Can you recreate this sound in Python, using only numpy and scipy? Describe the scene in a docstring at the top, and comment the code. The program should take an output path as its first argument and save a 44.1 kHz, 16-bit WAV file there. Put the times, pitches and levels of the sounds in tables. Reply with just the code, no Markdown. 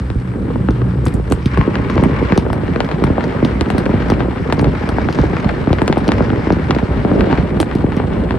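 """The low boom of a rolling car comes first; a moment later fireworks and firecrackers bang over a town at night.
A side window is open. Near bangs are blast pulses with echoes; far ones merge into a dull crackle.
Swarms of tiny pops make the sizzling stars; filtered noise makes the road, cabin boom, air rush and hiss.
The phone's crossover filters smear each pulse into a falling chirp, and a limiter holds the peaks."""
import sys
import numpy as np
from scipy import signal
from scipy.io import wavfile
from scipy.ndimage import uniform_filter1d, minimum_filter1d

SR = 44100
rng = np.random.default_rng(int(sys.argv[2]) if len(sys.argv) > 2 else 0)


def ratio_of_db(decibels):
    """Turn decibels (scalar or array-like) into linear amplitude factors; 0 dB maps to 1."""
    return 10 ** (np.asarray(decibels, float) / 20)


def dump(signal):
    """Clip the signal to [-1, 1] and save it as 16-bit WAV at the path in sys.argv[1]."""
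    limited = np.clip(np.atleast_2d(signal).T, -1, 1)
    pcm = np.round(limited * 32767).astype(np.int16)
    wavfile.write(sys.argv[1], SR, pcm)


N = 369558


def rms_one(x):
    """Scale to unit rms."""
    return x / np.sqrt(np.mean(x ** 2) + 1e-20)


def in_time(rows):
    """Draw straight lines between the rows of a time table: one curve per column."""
    s, *columns = np.transpose(rows)
    return [np.interp(np.arange(N) / SR, s, column) for column in columns]


def at_hz(points, hz):
    """Read a spectrum at one frequency, on a log axis."""
    point_hz, value = np.array(points).T
    return np.interp(np.log(hz), np.log(point_hz), value)


def cut(x, hz, kind, order=2):
    """Butterworth filter: keeps the low, the high or a band of frequencies."""
    return signal.sosfilt(signal.butter(order, hz, kind, fs=SR, output="sos"), x)


def resonance(x, hz, width_hz):
    """A two-pole ringing band with gain 1 at its peak."""
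    r = np.exp(-np.pi * width_hz / SR)
    poles = [1, -2 * r * np.cos(2 * np.pi * hz / SR), r * r]
    return signal.lfilter([(1 - r * r) / 2, 0, (r * r - 1) / 2], poles, x)


def drift(rate_hz):
    """Slow random wandering with spread 1, from smoothed noise."""
    step = 40   # samples between the points of the slow curve
    r = np.exp(-2 * np.pi * step * rate_hz / SR)
    noise = rng.standard_normal(N // step + 2002)
    slow = signal.lfilter([1], [1, -2 * r, r * r], noise)[2000:]   # skip the run-in
    return np.interp(np.arange(N) / step, np.arange(len(slow)), rms_one(slow))


def blast(push_ms, rise_ms):
    """A jump in pressure that falls through zero into suction; distance rounds the front."""
    age = np.arange(2000) / SR / (max(push_ms, .05) / 1000)
    r = np.exp(-1000 / SR / max(rise_ms, .01))
    pulse = signal.lfilter([1], np.poly([r, r, r]), (1 - age) * np.exp(-age))
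    return pulse / pulse.max()


def at_ports(x, pan_db, lag_ms):
    """The middle range is shadowed on the far side, and the right port hears the whole pulse a little late."""
    middle = cut(x, [560, 4300], "band")
    left, right = x - middle + middle * ratio_of_db([[pan_db / 2], [-pan_db / 2]])
    n = np.arange(len(x))
    late_right = np.interp(n - lag_ms * SR / 1000, n, right, left=0)
    return np.array([left, late_right])


BOUNCE_MS, BOUNCE_SHARE = 1.2, 0.56   # longest delay and greatest strength of the bounces off road and barrier


def with_echoes(pulse, near_db, far_db, far_t60):
    """Two hard bounces colour a pulse; a tight cluster off ground and car body and a scattered tail follow."""
    age = np.arange(6000) / SR
    sparse = rng.random((3, len(age))) < .06
    # first the random draws, then thinned to single returns
    shared, left, right = rng.standard_normal((3, len(age))) * sparse
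    decay = ratio_of_db(near_db - 60 * age / 0.016) + ratio_of_db(far_db - 60 * age / far_t60)
    returns = shared + 0.69 * np.array([left, right])
    path = cut(returns * decay, 3100, "low", order=1)
    path[:, 0] += 1   # the direct sound
    delays = 1 + (rng.random(2) * BOUNCE_MS * SR / 1000).astype(int)
    path[:, delays] += BOUNCE_SHARE * rng.random() * np.array([1, -1])
    return signal.fftconvolve(pulse, path, axes=1)[:, :len(age)]


BANG_LEFT_DB, BANG_SCATTER_DB = 7, 0.5   # bangs lie mostly to the left, scattered about that side
THUMP_PUSH_MS, THUMP_RISE_MS = 0.59, 0.35
# near bangs: (t/s, level/dB, push/ms grows with charge size, rise/ms grows with distance)
NEAR_BANGS = [(0.102, -7, 12, 0.033), (0.155, -5, 13, 0.3), (.534, -8, 1.1, 0.79), (0.558, -4, 1.4, 0.13),
              (0.6868, -1, 1.3, 0.082), (0.8172, -8.5, 0.71, 0.06), (1.064, -7.5, 0.3, 0.072),
              (1.066, -2, 3.5, 0.4), (1.141, -4.5, 1.2, 0.32), (1.323, 0.5, 4.4, 0.022),
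              (1.4566, -3.5, 0.99, 0.43), (1.574, -2, 5, 0.051), (1.584, 2, 1.3, 0.6),
              (1.612, -4, 0.19, 0.082), (1.6757, -1, 0.66, 0.42), (1.7551, -5.5, 0.21, 0.036),
              (1.899, -5, 0.16, 0.088), (1.9789, 0.5, 2.3, 0.053), (1.996, 0, 0.12, 0.76),
              (2.037, -1, 0.68, 0.078), (2.304, -8, 0.46, 0.37), (2.322, 3.5, 2, 0.052),
              (2.377, 7, 1.05, 0.14), (2.464, -4.5, 0.91, 0.11), (2.502, -3, 3.9, 0.071),
              (2.531, -4, 0.17, 0.18), (2.7604, -1.5, 0.87, 0.058), (2.8043, 3, 0.38, 0.031),
              (2.8895, -9.5, 0.24, 0.051), (2.9141, -8.5, 0.29, 0.039), (3.039, 2, 2.5, 0.05),
              (3.101, 0, 1.6, 0.26), (3.181, -0.5, 0.9, 0.13), (3.24, -8, 0.56, 0.064),
              (3.426, -0.5, 0.52, 0.38), (3.448, -2, 0.48, 0.14), (3.61, 2.5, 2.1, 0.023),
              (3.7022, -1, 0.7, 0.044), (3.7806, -1.5, 0.88, 0.077), (3.857, -11.5, 0.26, 0.024),
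              (3.8621, -1.5, 2.6, 0.062), (3.9379, -1, 1.7, 0.19), (4.1006, 0.5, 0.94, 0.065),
              (4.1198, 2, 2.5, 0.095), (4.2051, -1.5, 0.97, 0.058), (4.525, 4, 0.63, 0.029),
              (4.5951, 1.5, 2.9, 0.066), (4.626, -4, 0.34, 0.23), (4.644, -2.5, 0.82, 0.034),
              (4.6702, -3, 2.2, 0.15), (4.8898, -3, 0.26, 0.12), (4.9841, -3.5, 0.47, 0.11),
              (5.0872, -3, 0.52, 0.068), (5.1874, 1, 1.1, 0.07), (5.2, 1, 4.3, 0.42),
              (5.2376, -6, 0.58, 0.19), (5.332, -3.5, 0.72, 0.24), (5.4454, -7, 1, 0.034),
              (5.453, -2.5, 0.55, 0.76), (5.673, -1.5, 0.97, 0.092), (5.7047, 1, 4.3, 0.15),
              (5.73, -0.5, 1.2, 0.032), (5.818, 6, 1.36, 0.051), (5.879, 2, 0.57, 0.0097),
              (5.8979, 1.5, 1.4, 0.17), (5.9266, -1.5, 0.23, 0.029), (5.9709, 7, 0.45, 0.13),
              (6.079, -1, 1.1, 0.32), (6.0898, 12, 0.91, 0.028), (6.119, 2, 0.25, 0.034),
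              (6.2061, 3.5, 0.8, 0.15), (6.3024, -3, 0.67, 0.073), (6.322, -3, 1, 0.48),
              (6.332, -4.5, 0.73, 0.1), (6.4701, -5, 0.94, 0.074), (6.504, 8, 0.64, 0.064),
              (6.708, 4, 0.21, 0.035), (6.7485, -7.5, 0.72, 0.032), (6.7637, -2.5, 0.85, 0.11),
              (7.049, -1, 1.1, 0.1), (7.115, 0, 1.3, 0.12), (7.2082, -2, 0.087, 0.07),
              (7.2698, -4.5, 0.42, 0.22), (7.3278, 0, 0.57, 0.056), (7.6012, 6.5, 1.8, 0.099),
              (7.629, -3.5, 0.8, 0.037), (7.752, 0, 0.85, 0.48), (7.841, -1.5, 0.8, 0.32),
              (8, -4, 0.69, 0.093), (8.308, -5, 0.56, 0.041)]
# far shells, heard as dull thumps of one size: (t/s, level/dB)
FAR_THUMPS = [(1.197, -8.5), (1.311, -2.5), (1.9641, -2), (2.225, -8), (2.025, -2), (2.056, 2),
              (2.095, -6.5), (2.208, -11), (2.2552, -13), (2.6335, -7), (2.829, -14), (3.021, -3),
              (3.075, -5.5), (3.677, -9), (3.747, -3.5), (3.893, -1), (4.282, -6), (4.33, -11), (6.525, -4),
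              (6.567, -6), (6.631, -17), (6.695, -2), (6.827, -3.5), (6.906, -13), (7.298, -9),
              (7.581, -10.5), (7.885, -11), (7.967, -4.5)]


def near_bangs():
    """Each bang or thump is one blast pulse; the more it lies to the left, the later the right port hears it."""
    out = np.zeros((2, N + 6000))
    rows = NEAR_BANGS + [(s, db, THUMP_PUSH_MS, THUMP_RISE_MS) for s, db in FAR_THUMPS]
    sides_db = BANG_LEFT_DB + BANG_SCATTER_DB * rng.standard_normal(len(rows))
    for (s, level_db, push_ms, rise_ms), pan_db in zip(rows, sides_db):
        pulse = at_ports(blast(push_ms, rise_ms), pan_db, lag_ms=.012 * pan_db)
        heard = with_echoes(pulse, near_db=-15.5, far_db=-20.0, far_t60=0.079)
        at = round(s * SR)
        out[:, at:at + heard.shape[1]] += ratio_of_db(level_db) * heard
    return out[:, :N]


CRACKER_PUSH_MS, CRACKER_RISE_MS = 0.14, 0.065
# near firecrackers: (t/s, level/dB at 1.5-5 kHz)
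NEAR_CRACKERS = [(2.6797, -24), (2.7365, -23), (2.917, -22), (3.069, -20), (3.2078, -18.5), (3.266, -31),
                 (3.325, -21.5), (3.66, -23), (3.913, -22), (4.021, -20.5), (4.1383, -18), (4.4998, -18),
                 (4.7516, -21), (5.1056, -30), (5.3677, -15.5), (5.4717, -28), (5.4909, -12.5),
                 (5.641, -23), (5.7852, -16), (5.9595, -23), (6.1826, -21), (6.786, -16.5), (7.2422, -21),
                 (7.3759, -16), (7.7132, -18), (7.921, -19.5)]


def near_crackers():
    """Firecrackers of one size close by, each a short sharp blast with its own returns."""
    out = np.zeros((2, N + 6000))
    sides_db = BANG_LEFT_DB + BANG_SCATTER_DB * rng.standard_normal(len(NEAR_CRACKERS))
    shape = blast(CRACKER_PUSH_MS, CRACKER_RISE_MS)
    shape = shape / np.abs(cut(shape, [1500, 5000], "band")).max()
    for (s, level_db), pan_db in zip(NEAR_CRACKERS, sides_db):
        pulse = at_ports(shape, pan_db, lag_ms=0.006 * pan_db)
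        heard = with_echoes(pulse, near_db=-23.5, far_db=-9.5, far_t60=0.075)
        at = round(s * SR)
        out[:, at:at + heard.shape[1]] += ratio_of_db(level_db) * heard
    return out[:, :N]


# microphone port resonances: (f/Hz, width/Hz, level/dB)
PORT_RINGS = [(8710, 2350, 0), (11200, 1100, 0)]


def ports(x):
    """The microphone ports ring at the top of the range."""
    return sum(ratio_of_db(db) * resonance(x + 1e-18, hz, width) for hz, width, db in PORT_RINGS)


SPRAY_T60_S, SNAP_RISE_S = 0.086, 0.00042
# bright snaps: (t/s, relative treble level/dB, relative middle level/dB on top of the treble's)
BRIGHT_SNAPS = [(0.7068, -41.5, 20), (1.054, -27, -15), (1.068, -31.5, 17), (1.082, -32.5, 12.5),
                (1.1392, -30, -16), (1.3, -33.5, -11), (1.312, -44, 24), (1.3203, -21, 2), (1.458, -33, 21),
                (1.575, -38, 18), (1.9, -37.5, 23), (2.037, -34, -20), (2.322, -44, 15), (2.376, -23, 19.5),
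                (2.5292, -32.5, 16.5), (2.8034, -44, 4), (2.8455, -40.5, 21), (3.04, -30.5, 16.5),
                (3.24, -43, 26), (3.4485, -31, 22), (3.6081, -35, 8), (3.702, -32, -19),
                (3.7818, -26.5, 17), (4.101, -29, 19.5), (4.526, -33, 1), (4.592, -35, 21), (4.613, -36, 1),
                (4.89, -32, 17.5), (5.126, -37, 24.5), (5.189, -42, 22), (5.399, -40.5, 23),
                (5.487, -47, 13.5), (5.7291, -37, 21), (5.8177, -32, 6), (5.876, -35.5, -6),
                (5.9776, -31, 15), (6.079, -30.5, 21.5), (6.118, -39.5, -4), (6.523, -36.5, 21),
                (6.7496, -48, 29), (7.205, -42, 11), (7.6012, -18.5, 15.5), (7.6134, -24.5, -20),
                (7.7512, -36.5, 18.5), (7.9658, -38, 19.5)]


def snaps():
    """A click and a short spray of noise, in the middle range and in the port resonances."""
    treble, middle = np.zeros((2, 2, N + 6000))
    age = np.arange(6000) / SR
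    click = ratio_of_db(-60 * age / 0.0057)
    spray = ratio_of_db(-15.0 - 60 * age / SPRAY_T60_S)
    envelope = (click + spray) * np.minimum(age / SNAP_RISE_S, 1)
    noise = rng.standard_normal((len(BRIGHT_SNAPS), 2, 6000))
    for (s, treble_db, middle_db), (shared, own) in zip(BRIGHT_SNAPS, noise):
        stereo = shared + 0.071 * own * [[1], [-1]]
        burst = ratio_of_db(treble_db + 13.5) * envelope * stereo
        at = round(s * SR)
        treble[:, at:at + len(age)] += burst
        middle[:, at:at + len(age)] += ratio_of_db(middle_db - 12.5) * burst
    return ports(treble[:, :N]) + cut(middle[:, :N] + 1e-18, [1500, 5500], "band")


STAR_POPS_PER_S, STAR_LOW_HZ, STAR_HIGH_HZ = 640, 2600, 5560
# crackling stars burning out: (start t/s, length/s, level/dB)
STAR_SWARMS = [(1.89, 0.24, -47), (5.03, 0.3, -43.5), (7.273, 0.18, -51)]


def stars():
    """Swarms of tiny pops that swell and fade, alike at both ports."""
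    t = np.arange(N) / SR
    swell = sum(ratio_of_db(db) * np.sin(np.pi * np.clip((t - s) / length, 0, 1)) for s, length, db in STAR_SWARMS)
    sizes = ratio_of_db(5.2 * np.minimum(rng.exponential(1, N), 4.0)) * rng.choice([-1, 1], N)
    pops = sizes * (rng.random(N) < STAR_POPS_PER_S / SR)
    return swell * rms_one(cut(pops + 1e-18, [STAR_LOW_HZ, STAR_HIGH_HZ], "band"))


def crackle(per_s, push_ms, rise_ms, spread_db, echo_db, count=7):
    """Random blasts from many directions and distances, coming in clumps; some arrive inverted off walls."""
    signs = np.where(rng.random(N) < .7, 1, -1)
    sizes = ratio_of_db(spread_db * np.minimum(rng.exponential(1, N), 3.0)) * signs
    born = rng.random(N) < per_s * ratio_of_db(2.5 * drift(5.0)) / SR
    dealt = rng.integers(0, count, N)   # which of the places each blast comes from
    places = rng.uniform(-1, 1, count)
    out = 0
    for k, scale in enumerate(np.geomspace(.55, 1.8, count)):
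        shape = blast(push_ms * scale, rise_ms * scale)
        pulse = at_ports(shape, 5.0 + 3.0 * places[k], .04 + .09 * places[k])
        heard = with_echoes(pulse, near_db=echo_db + 3.0, far_db=echo_db, far_t60=0.16)
        out = out + signal.oaconvolve([sizes * born * (dealt == k)], heard, axes=1)[:, :N]
    return rms_one(out)


TURN_S, TURN_LENGTH_S = 1.51, 0.027   # the phone swings from the windscreen to the open window


def facing_in(turn_s, length_s):
    """1 while the phone points into the cabin, 0 once it looks out of the window."""
    return .5 - .5 * np.tanh((np.arange(N) / SR - turn_s) / max(length_s, .01))


CRACKERS_DB = -10   # small crackers relative to big shells
CRACKERS_SHADE_DB = -4   # the cabin shades the small crackers until the turn


def far_barrage(shells_db):
    """Far big shells and small crackers, two dense crackles that follow one level curve."""
    crackers_db = shells_db + CRACKERS_DB + CRACKERS_SHADE_DB * facing_in(TURN_S, TURN_LENGTH_S)
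    shells = crackle(130, push_ms=0.73, rise_ms=0.38, spread_db=2.5, echo_db=-19.5)
    crackers = crackle(380, push_ms=0.12, rise_ms=0.092, spread_db=3.0, echo_db=-4.5)
    return ratio_of_db(shells_db) * shells + ratio_of_db(crackers_db) * crackers


# hollow rings of the cabin: (f/Hz, width/Hz, level/dB)
CABIN_RINGS = [(278.5, 140, -4.5), (910, 79, -9.5), (4300, 730, -6.5)]


def cabin_knock(blasts):
    """The blasts set off hollow rings in the cabin."""
    return sum(ratio_of_db(db) * resonance(blasts, hz, width) for hz, width, db in CABIN_RINGS)


WINDOW_S = 2.4   # the phone clears the door pillar
# colour off the windscreen glass: (f/Hz, width/Hz, level/dB)
WINDSCREEN_COLOUR = [(321, 23, 3.5), (480, 73, 2), (634, 240, -5), (1230, 100, 1.5), (2100, 790, -2)]
# colour between the turn and clearing the pillar: (f/Hz, width/Hz, level/dB)
PILLAR_COLOUR = [(696, 150, -5), (1077, 83, 6), (2260, 1000, 3)]


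def cabin_colour(x):
    """Reflections off the glass near the phone hollow one band and lift the next, by where it points."""
    ahead = facing_in(TURN_S, TURN_LENGTH_S)
    short_of_window = facing_in(WINDOW_S, TURN_LENGTH_S)
    for share, bands in [(ahead, WINDSCREEN_COLOUR), (short_of_window - ahead, PILLAR_COLOUR)]:
        for hz, width, db in bands:
            x = x + share * (ratio_of_db(db) - 1) * resonance(x, hz, width)
    return x


# how alike left and right are: (f/Hz, likeness, 1 = the same)
LEFT_RIGHT_LIKENESS = [(60, 0.99), (280, 0.83), (590, 0.054), (1300, 0.072), (2700, 0.29), (5900, 1)]


def banded_noise(spectrum, patchy_db):
    """Narrow bands of stereo noise with their own level, flicker and likeness; rms 1."""
    out, together = 0, drift(4.0)
    edges = 28 * 2 ** np.arange(0, 9, .4)
    white = rng.standard_normal((2, 2, N + SR // 4))   # with a run-in; neighbouring bands take turns
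    for k, (low, high) in enumerate(zip(edges, edges[1:])):
        hz = np.sqrt(low * high)
        if not spectrum[0][0] < hz < spectrum[-1][0]:
            continue
        mid, side = cut(white[k % 2], [low, high], "band")[:, -N:]
        alike = np.clip(at_hz(LEFT_RIGHT_LIKENESS, hz), -1, 1)
        gain = ratio_of_db(at_hz(spectrum, hz) + patchy_db * (together + drift(11.0)))
        out = out + gain * (np.sqrt(1 + alike) * mid + np.sqrt(1 - alike) * side * [[1], [-1]])
    return rms_one(out)


GRAIN_PER_S, GRAIN_DB, GRAIN_S = 250, -6.5, 0.003   # the farthest crackers, melted into the rush


def grain():
    """Gain that jumps with every tiny far pop and dies at once; rms 1."""
    pops = rng.exponential(1, N) * (rng.random(N) < GRAIN_PER_S / SR)
    return rms_one(1 + ratio_of_db(GRAIN_DB) * signal.lfilter([1], [1, -np.exp(-1 / (GRAIN_S * SR))], pops))


# spectrum of tyre and air rush: (f/Hz, relative level/dB per Hz)
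RUSH_SPECTRUM = [(720, 6), (1100, 12), (1500, 13), (2200, 8.5), (3300, -8), (4300, -3.5), (5600, -16),
                 (7500, -56)]


def air_rush(rush_db):
    """Tyre and air rush: grainy banded noise, a little louder on the left."""
    return ratio_of_db(rush_db + [[1.5], [-1.5]]) * grain() * banded_noise(RUSH_SPECTRUM, patchy_db=1.6)


ROAD_DB, ROAD_SWELL_DB = -26.5, 5
# spectrum of the road: (f/Hz, relative level/dB per Hz)
ROAD_SPECTRUM = [(30, -37), (45, 12.5), (90, -15.5), (180, 3.5), (330, -4.5), (520, -7.5), (800, -25)]


def road_rumble():
    """Low banded noise of the road, slowly swelling and sinking."""
    road_db = ROAD_DB + ROAD_SWELL_DB * drift(1.2)
    return ratio_of_db(road_db) * banded_noise(ROAD_SPECTRUM, patchy_db=.8)


# upper modes relative to the low mode, strong inside the cabin
UPPER_INSIDE_DB, UPPER_WINDOW_DB, UPPER_FADE_S = -0.5, -15, 2.2
# lowest mode of the cabin boom, driven by the road surface: (t/s, level/dB)
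BOOM_LEVEL = [(0, -17), (.37, -24.5), (.91, -19), (2.85, -31), (3.17, -30), (4.43, -23), (5.4, -28),
              (7.09, -22.5), (7.86, -25.5), (8.38, -31)]
# air modes of the cabin: (f/Hz, width/Hz)
BOOM_RINGS = [(61, 12.7), (119, 25), (186, 8.3)]


def cabin_boom():
    """Tyre noise drives low air modes of the cabin; the two upper ones waver, and fade near the open window."""
    low_db, = in_time(BOOM_LEVEL)
    inside = facing_in(UPPER_FADE_S, 0.11)
    upper_db = low_db + UPPER_WINDOW_DB + (UPPER_INSIDE_DB - UPPER_WINDOW_DB) * inside + 2.3 * drift(2.5)
    boom = 0
    for db, (hz, width) in zip([low_db, upper_db, upper_db - 7.0], BOOM_RINGS):
        noise = rng.standard_normal(N + SR)   # one second of run-in
        ringing = resonance(resonance(noise, hz, width), hz, width)[SR:]
        boom = boom + ratio_of_db(db) * rms_one(ringing)
    return boom


HISS_DB = -58


def port_hiss():
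    """Steady air hiss in the port resonances, nearly alike on both sides."""
    shared, own = rng.standard_normal((2, N))
    return ratio_of_db(HISS_DB) * rms_one(ports(ports(shared + 0.083 * own * [[1], [-1]])))


# outside the window: (t/s, far barrage level/dB of the big shells, tyre and air rush level/dB)
OUTSIDE_LEVELS = [(0, -27, -38.5), (.5, -22, -43), (1.42, -23, -35), (1.58, -20.5, -32), (2.0, -17.5, -38),
                  (2.33, -14.5, -30.5), (2.45, -21.5, -37.5), (3.6, -18.5, -33.5), (4.3, -19, -35),
                  (5.2, -18, -32.5), (5.55, -20.5, -33), (6.3, -20, -32.5), (7.0, -19, -35.5),
                  (7.35, -15, -38.5), (7.6, -21.5, -36), (8.38, -18, -48.5)]


def scene():
    """Bangs and crackle over road, boom, rush and hiss."""
    shells_db, rush_db = in_time(OUTSIDE_LEVELS)
    blasts = near_bangs() + near_crackers() + far_barrage(shells_db)
    in_cabin = cabin_colour(blasts + cabin_knock(blasts) + road_rumble() + air_rush(rush_db))
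    return in_cabin + snaps() + stars() + port_hiss() + cabin_boom()


def all_pass(x, hz, q):
    """Second-order all-pass: flat level, delay around its frequency."""
    w = 2 * np.pi * hz / SR
    a = [1 + np.sin(w) / (2 * q), -2 * np.cos(w), 1 - np.sin(w) / (2 * q)]
    return signal.lfilter(a[::-1], a, x)


# all-pass stages of the phone's crossover: (f/Hz, Q)
CROSSOVER_STAGES = [(120, 0.11), (135, 1), (278, 1), (1194, 0.026)]


def crossover_smear(x):
    """The crossover delays low frequencies most, so each pulse becomes a falling chirp."""
    for hz, q in CROSSOVER_STAGES:
        x = all_pass(x, hz, q)
    return x


def limiter(x, top, release_db_per_s):
    """Gain dips just ahead of each peak over the top and recovers at a steady rate."""
    over = np.maximum(20 * np.log10(np.abs(x).max(axis=0) / top + 1e-9), 0)
    ramp = release_db_per_s * np.arange(N) / SR
    held = np.maximum.accumulate(over + ramp) - ramp
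    return x * ratio_of_db(uniform_filter1d(minimum_filter1d(-held, size=64), size=64))


def band_limit(x):
    """A steep low-pass at the top of the band."""
    return signal.sosfilt(signal.butter(12, 13170, fs=SR, output="sos"), x)


def record(dry):
    """The phone: low cut, crossover smear, a phase turn high in the left port, limiter and high cut."""
    x = cut(dry * ratio_of_db([[-.2], [.2]]), 51.4, "high", order=4)
    x = crossover_smear(x)
    x[0] = all_pass(x[0], 10200, 4.0)
    x = limiter(x, top=.92, release_db_per_s=900)
    x = cut(x, 10630, "low", order=10)
    return band_limit(x)


dry = scene()
out = record(dry)
dump(out)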